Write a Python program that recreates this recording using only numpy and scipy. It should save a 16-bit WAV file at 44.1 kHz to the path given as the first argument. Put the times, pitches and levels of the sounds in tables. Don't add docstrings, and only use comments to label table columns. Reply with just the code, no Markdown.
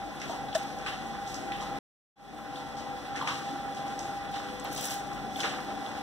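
import sys
import numpy as np
from scipy import signal
from scipy.fft import rfft, irfft, next_fast_len
from scipy.io import wavfile

SR = 44100
rng = np.random.default_rng(int(sys.argv[2]) if len(sys.argv) > 2 else 0)


def voltage_ratio(decibels):
    exponent = np.asarray(decibels, float) / 20
    return 10 ** exponent


def transcribe(signal):
    frames = np.atleast_2d(signal).T
    limited = np.clip(frames, -1, 1)
    pcm = np.round(limited * 32767).astype(np.int16)
    wavfile.write(sys.argv[1], SR, pcm)


N = 265526
HZ = np.fft.rfftfreq(next_fast_len(N), 1 / SR)

LINE_HZ = [50.4, 140, 161.5, 200.2, 226.5, 275.5, 298, 343, 399.7, 500.3, 600.5, 650, 758.2, 775.8, 800.2,
           824.6, 901, 1025, 1350, 1951, 2400, 3400, 5120]
# near_level_db, far_relative_db, wander_hz, unsteady_share (0-1)
LINES = [(-45.5, -2.7, 4, .4), (-47.5, -3, 8, 1), (-52, -3.5, 3, .5), (-48, -1.8, 1, 0.2),
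         (-47.5, -3, 6.9, .8), (-46, -2.7, 8.5, 0.9), (-48, -2.5, 12, 1), (-52.5, -3, 7.2, .8),
         (-55, -12, 4, .5), (-53.5, -.5, 4, 0.35), (-74.5, -8.5, 4, .5), (-57.5, -27.5, 36, .95),
         (-48.7, -7, 7, .45), (-50.6, -3.7, 4, .35), (-45.6, 3.7, 9, .36), (-51, -10, 4, .35),
         (-59.5, -3.5, 5, .6), (-60.5, -2, 8, .8), (-58.5, -4, 30, .95), (-55.5, -5, 26, 0.6),
         (-59, -0.5, 130, 1), (-61, 0.5, 90, 1), (-67, -4.5, 40, .95)]
# time_s, level_db
WHINE_LEVEL = [(0.0, -41), (0.17, -43.5), (0.5, -40), (1.05, -42), (1.75, -42.5), (2.9, -42.5), (3.6, -40.5),
               (4.3, -40.5), (4.55, -43), (5, -41), (5.5, -40.5), (5.7, -42), (5.9, -39.5)]
WHINE_HZ = (740, 840)
# frequency_hz, density_db (per Hz)
AIR_SPECTRUM = [(28, -100), (45, -67), (100, -65), (260, -70), (430, -74), (700, -73.5), (950, -98.5),
                (1500, -79.5), (2400, -94.5), (3500, -90), (5500, -92.6), (8500, -100.2), (12000, -103),
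                (16000, -104)]
# frequency_hz, likeness (0-1), far_level_db, far_phase_rad
PORT_FIELD = [(50, .98, -2.9, .1), (100, .97, -2.5, -.05), (300, .955, -2.7, -.12), (500, .8, -1.4, -.6),
              (680, .75, -2.5, -.4), (800, .55, -2, .08), (1100, .6, -.6, 0), (1600, .42, -2.4, -1.2),
              (2500, .15, -2.3, -1), (5000, .05, -1.2, 0), (8500, .05, -1.5, 0), (15000, .05, -1.2, 0)]
# centre_hz, width_hz, resting_level_db
RUSTLE_BANDS = [(1100, 1620, -47.5), (2950, 3130, -57), (6300, 2700, -67.5), (11800, 6500, -78)]
# peak_s, level_db (at 3 kHz), rise_s (per 20 dB), fall_s (per 20 dB), tilt_db (per octave)
MOVES = [(.32, -46, .25, .12, -2), (.554, -32, .012, .03, -2), (.582, -45, .015, .25, -2),
         (.87, -44, .025, .3, -7), (1.3, -49, .06, .3, 0), (1.63, -49, .12, .13, -4),
         (2.56, -53, .05, .15, -2), (2.8, -51, .1, .15, -3), (3.158, -45.5, .01, .2, -5),
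         (3.282, -38.5, .04, .3, -4.5), (3.77, -53, .05, .2, -2), (3.9, -53, .2, .4, -7),
         (3.995, -50, .02, .3, -1), (4.36, -44, .05, .22, -6), (4.652, -45, .015, .2, -6),
         (5.41, -40, .09, .05, 0), (5.45, -40, .05, .3, -7), (5.87, -51, .1, .2, -3),
         (5.97, -54, .15, .2, -8)]
# peak_s, level_db, rise_s, fall_s, tilt_db (per octave)
POUR = [
    (4.725, -47, .03, .2, 3.5),
    (4.775, -45, .04, .25, 2),
    (4.86, -41, .13, .1, 4),
    (4.92, -40.5, .08, .12, 3.5),
    (4.87, -47, .15, .25, -7),
]
# start_s, peak_db, ring_hz, tail_db
CLINKS = [(0.174, -42, 3440, -20), (0.4858, -40.5, 3390, -10), (0.5288, -31, 3310, -21),
          (1.0196, -41, 3100, -18), (1.1372, -46.5, 3606, -12), (1.2625, -39, 3490, -14),
          (1.6062, -36.5, 3210, -17), (2.5571, -33.5, 3440, -9), (3.0545, -46, 3500, -2),
          (3.2156, -32.5, 3360, -11), (3.7709, -35, 3350, -12), (4.3415, -38, 3420, -5),
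          (4.4857, -40, 3220, -9), (4.7619, -36.5, 3770, -6), (4.7781, -33, 3200, -9),
          (4.807, -32, 3270, -23), (5.3592, -27.5, 3440, -40), (5.4035, -27, 3400, -30),
          (5.409, -27, 3100, -30), (5.7453, -46, 3260, -7), (5.8628, -33.5, 3500, -29)]
# start_s, peak_db, ring_hz, tail_db
TICKS = [(0.1999, -38.5, 5550, -13.5), (0.2164, -37, 5450, -8.5), (0.5501, -28, 5240, -25.5),
         (0.7871, -43, 5590, -11), (1.0694, -47, 6200, -10), (1.275, -39.5, 5970, -7.5),
         (1.3433, -34, 5660, -9), (1.6094, -45.5, 5800, -3), (2.7686, -45, 5060, 0.5),
         (3.1602, -41.5, 5700, -4.5), (3.2755, -39, 5550, -14), (3.7474, -42.5, 5820, -10),
         (3.8804, -46, 6100, -10.5), (3.9913, -31.5, 5870, -13), (4.0294, -45.5, 5650, -1),
         (4.7624, -32.5, 5890, -4.5), (4.8444, -30, 6380, -11.5), (4.8844, -35, 5770, -12.5),
         (4.9077, -32.5, 5560, -12), (5.0704, -47, 5980, -15), (5.1327, -44, 5540, -13),
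         (5.4041, -30, 5770, -9)]
# start_s, peak_db, ring_hz, tail_db
TAPS = [
    (.216, -28.5, 2100, -9),
    (.5445, -35, 2600, -20),
    (.5512, -25, 1767, -19),
    (.8624, -24.5, 2440, -9),
    (1.5195, -28.5, 2420, -11),
    (3.1555, -35.5, 1780, 1),
    (3.2744, -22, 2370, -12),
    (4.647, -34.5, 2370, -15),
    (5.363, -38.5, 2180, -14.5),
    (5.4325, -24, 2390, -7),
]
# start_s, peak_db, ring_hz, tail_db
KNOCKS = [(0.296, -24.5, 697, -15), (0.316, -28, 720, -8), (0.339, -32, 751, -18), (0.862, -30, 1340, -8.5),
          (1.619, -39, 1000, -4), (3.212, -28, 1120, -18), (3.224, -24, 950, -24), (3.245, -30, 900, -24),
          (3.257, -34.5, 827, -8), (3.269, -28, 1100, -9), (3.284, -27, 1400, -6), (4.647, -31, 760, -20),
          (5.439, -31.5, 1350, -2.5)]
# start_s, peak_db, ring_hz
GRAINS = [(0.4494, -58.5, 11000), (0.5781, -42.5, 12800), (0.6344, -53.5, 13100), (0.8744, -55, 10600),
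          (3.2241, -49.5, 12000), (4.3146, -54.5, 12700), (4.6428, -47, 14800), (4.6794, -55.5, 14900),
          (4.7137, -48, 10400), (4.7264, -38.5, 13200), (4.7494, -39.5, 10800), (4.776, -38, 13200),
          (4.8095, -34, 12400), (4.8274, -38, 12400), (4.8404, -35.5, 12400), (4.8539, -29.5, 12300),
          (4.8674, -35, 10800), (4.8994, -41, 13000), (4.9142, -37, 12900), (4.9394, -37, 12900),
          (4.9574, -48, 12500), (5.1462, -53.5, 13100), (5.3644, -46, 14800)]
# start_s, peak_db, ring_hz, t60_s, grip_s (hand closes after)
CUP_NOTE = (.5516, -19, 646, .22, .021)
# start_s, peak_db, ring_hz, tail_db
THUDS = [
    (3.2, -40, 140, 2.5),
    (3.5, -41, 280, 4),
    (5.44, -33, 470, -5),
]
# start_s, peak_db, ring_hz, tail_db
PINGS = [
    (4.598, -33, 7700, -22),
    (4.6435, -33, 14800, -23.5),
]


def over_hz(table, column=1):
    table = np.array(table)
    return np.interp(np.log(HZ + 1), np.log(table[:, 0]), table[:, column])


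def shape(x, gain):
    size = next_fast_len(N)
    return irfft(rfft(x, size) * gain, size)[..., :N]


def band(hz, width, axis=HZ):
    detuning = (axis ** 2 - hz ** 2) / (width * (axis + 1))
    return 1 / np.sqrt(1 + detuning ** 4)


def walk(rate_hz):
    x = shape(rng.standard_normal(N), np.exp(-(HZ / rate_hz) ** 2))
    return x / x.std()


def ports(shared, own):
    like = over_hz(PORT_FIELD)
    far = shape(shared, like) + shape(own, np.sqrt(1 - like ** 2))
    transfer = voltage_ratio(over_hz(PORT_FIELD, column=2)) * np.exp(1j * over_hz(PORT_FIELD, column=3))
    return np.array([shared, shape(far, transfer)])


def drone():
    out = np.zeros((2, N))
    t = np.arange(N) / SR
    course = np.array(WHINE_LEVEL)
    course_db = np.interp(t, course[:, 0], course[:, 1] - np.median(course[:, 1]))
    likeness, far_phase = over_hz(PORT_FIELD), over_hz(PORT_FIELD, column=3)
    for hz, (near_db, far_db, wander_hz, share) in zip(LINE_HZ, LINES):
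        nearest_bin = int(hz * N / SR)
        like = likeness[nearest_bin]
        phase = np.array([[0], [far_phase[nearest_bin]]])
        near, other = (walk(wander_hz) + 1j * walk(wander_hz) for _ in range(2))
        wander = np.array([near, like * near + np.sqrt(1 - like ** 2) * other])
        start_turn = rng.random() * (not 770 < hz < 830)
        wobble = np.sqrt(1 - share) + np.sqrt(share / 2) * wander
        carrier = np.exp(2j * np.pi * (hz * t + start_turn) + 1j * phase)
        line = np.sqrt(2) * np.real(wobble * carrier)
        level_db = near_db + np.array([[0], [far_db]])
        if WHINE_HZ[0] < hz < WHINE_HZ[1]:
            level_db = level_db + course_db
        out += voltage_ratio(level_db) * line
    return out


def air():
    base = ports(*rng.standard_normal((2, N))) * np.sqrt(SR / 2)
    spectrum = voltage_ratio(over_hz(AIR_SPECTRUM))
    out, swell, octave = 0, walk(1.1), np.log2(HZ / 40 + 1)
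    for k in range(10):
        overlap = np.clip(1 - abs(octave - k), 0, 1)
        out = out + shape(base, spectrum * overlap) * voltage_ratio(0.23 * swell + 1.7 * walk(11))
    return out


def rustle(grains_per_s=2500, scatter_db=3, wet_db=-4.5, dry_db=-5, bend_db=3.1):
    t, out = np.arange(N) / SR, 0
    movements = [*MOVES, *POUR]
    swells_db = [db - 20 * np.where(t < peak_s, (peak_s - t) / rise_s, (t - peak_s) / fall_s)
                 for peak_s, db, rise_s, fall_s, _ in movements]
    power = voltage_ratio(2 * np.maximum(swells_db, -150))
    tilt_db = np.array(movements)[:, 4]
    for hz, width, rest_db in RUSTLE_BANDS:
        present = rng.random(N) < grains_per_s / SR
        size = present * voltage_ratio(scatter_db * np.minimum(rng.exponential(size=N), 2.5))
        grains = size * rng.standard_normal((2, N))
        scatter = rng.standard_normal((2, N))
        mix = shape(voltage_ratio(dry_db) * grains / grains.std() + voltage_ratio(wet_db) * scatter, band(hz, width))
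        octave = np.log2(hz / 3000)
        colour = voltage_ratio(2 * (tilt_db * octave - bend_db * octave ** 2))
        level = np.sqrt(voltage_ratio(2 * rest_db) + colour @ power)
        out = out + mix / mix.std() * level * voltage_ratio(1.3 * walk(25))
    return ports(*out)


def strikes(table, turns, tail_t60, crack_db, rise_s, spread):
    out, size = np.zeros((2, N)), SR // 3
    t, axis = np.arange(size) / SR, np.fft.rfftfreq(size, 1 / SR)
    for start_s, db, hz, tail_db in table:
        noise = rng.standard_normal((2, size))
        noise = irfft(rfft(noise) * band(hz, spread * hz, axis=axis), size)
        ring = np.sin(2 * np.pi * hz * t) * voltage_ratio(-60 * t * hz / turns) * (1 - np.exp(-t / rise_s))
        crack = voltage_ratio(crack_db) * np.exp(-t / (4 * rise_s + .001))
        tail = voltage_ratio(tail_db - 60 * t / tail_t60) * (1 - np.exp(-t / .006))
        blow = voltage_ratio(db) * (ring + (crack + tail) * noise / noise.std())
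        i = int(start_s * SR)
        out[:, i:i + size] += blow[:, :N - i]
    return out


def clinks():
    return strikes(CLINKS, turns=54, tail_t60=.27, crack_db=-8, rise_s=.0005, spread=.45)


def ticks():
    return strikes(TICKS, turns=57, tail_t60=.27, crack_db=-.5, rise_s=.0003, spread=.48)


def taps():
    return strikes(TAPS, turns=70, tail_t60=.38, crack_db=-6, rise_s=.00034, spread=.7)


def knocks():
    return strikes(KNOCKS, turns=24, tail_t60=.3, crack_db=-9, rise_s=.0025, spread=.55)


def grains_on_steel():
    rows = [(*row, -9) for row in GRAINS]
    return strikes(rows, turns=50, tail_t60=.07, crack_db=1.5, rise_s=.0009, spread=1.5)


def cup():
    start_s, db, hz, t60, grip_s = CUP_NOTE
    t = np.maximum(np.arange(N) / SR - start_s, 0)
    ring = voltage_ratio(db - 60 * t / t60) * np.sin(2 * np.pi * hz * t)
    note = ring * (1 - np.exp(-t / .0015)) * np.exp(-(t / grip_s) ** 8)
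    return np.array([note, note])


def thuds():
    return strikes(THUDS, turns=35, tail_t60=.4, crack_db=-16, rise_s=.0011, spread=.45)


def pings():
    return strikes(PINGS, turns=60, tail_t60=.09, crack_db=-8, rise_s=.0005, spread=.45)


def scene():
    blows = clinks() + ticks() + taps() + knocks() + grains_on_steel() + cup() + thuds() + pings()
    return drone() + air() + rustle() + ports(*blows)


def widen(x, top_hz, gain=.8, lag_s=.000431, rolloff_hz=18000, lag_shrink=.04):
    lag = lag_s * (1 - lag_shrink * (HZ / top_hz) ** 4)
    crossing = np.exp(-2j * np.pi * HZ * lag) / (1 + (HZ / rolloff_hz) ** 2)
    return x - gain * shape(x[::-1], crossing)


def scene_change(cut_s=1.787, cut_len_s=.003, back_s=2.157, fade_in_s=.2):
    t = np.arange(N) / SR
    first_level = voltage_ratio(np.interp(t, (0, cut_s), (-3, -.6)))
    second_level = voltage_ratio(np.interp(t, (back_s, N / SR), (-2.6, -1.1)))
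    closing = np.clip(1 - (t - cut_s) / cut_len_s, 0, 1)
    opening = 1 - np.exp(-np.maximum(t - back_s, 0) / fade_in_s)
    return first_level * closing + second_level * opening


def top_cut(x):
    return signal.sosfilt(signal.butter(12, 15970, fs=SR, output="sos"), x)


def record(dry):
    top_hz = 15750
    wide = widen(dry, top_hz)
    wide = shape(wide, (HZ < top_hz) / (1 + (HZ / 17500) ** 8))
    wide = signal.sosfilt(signal.butter(4, 42, "high", fs=SR, output="sos"), wide)
    return top_cut(wide * scene_change())


dry = scene()
out = record(dry)
transcribe(out)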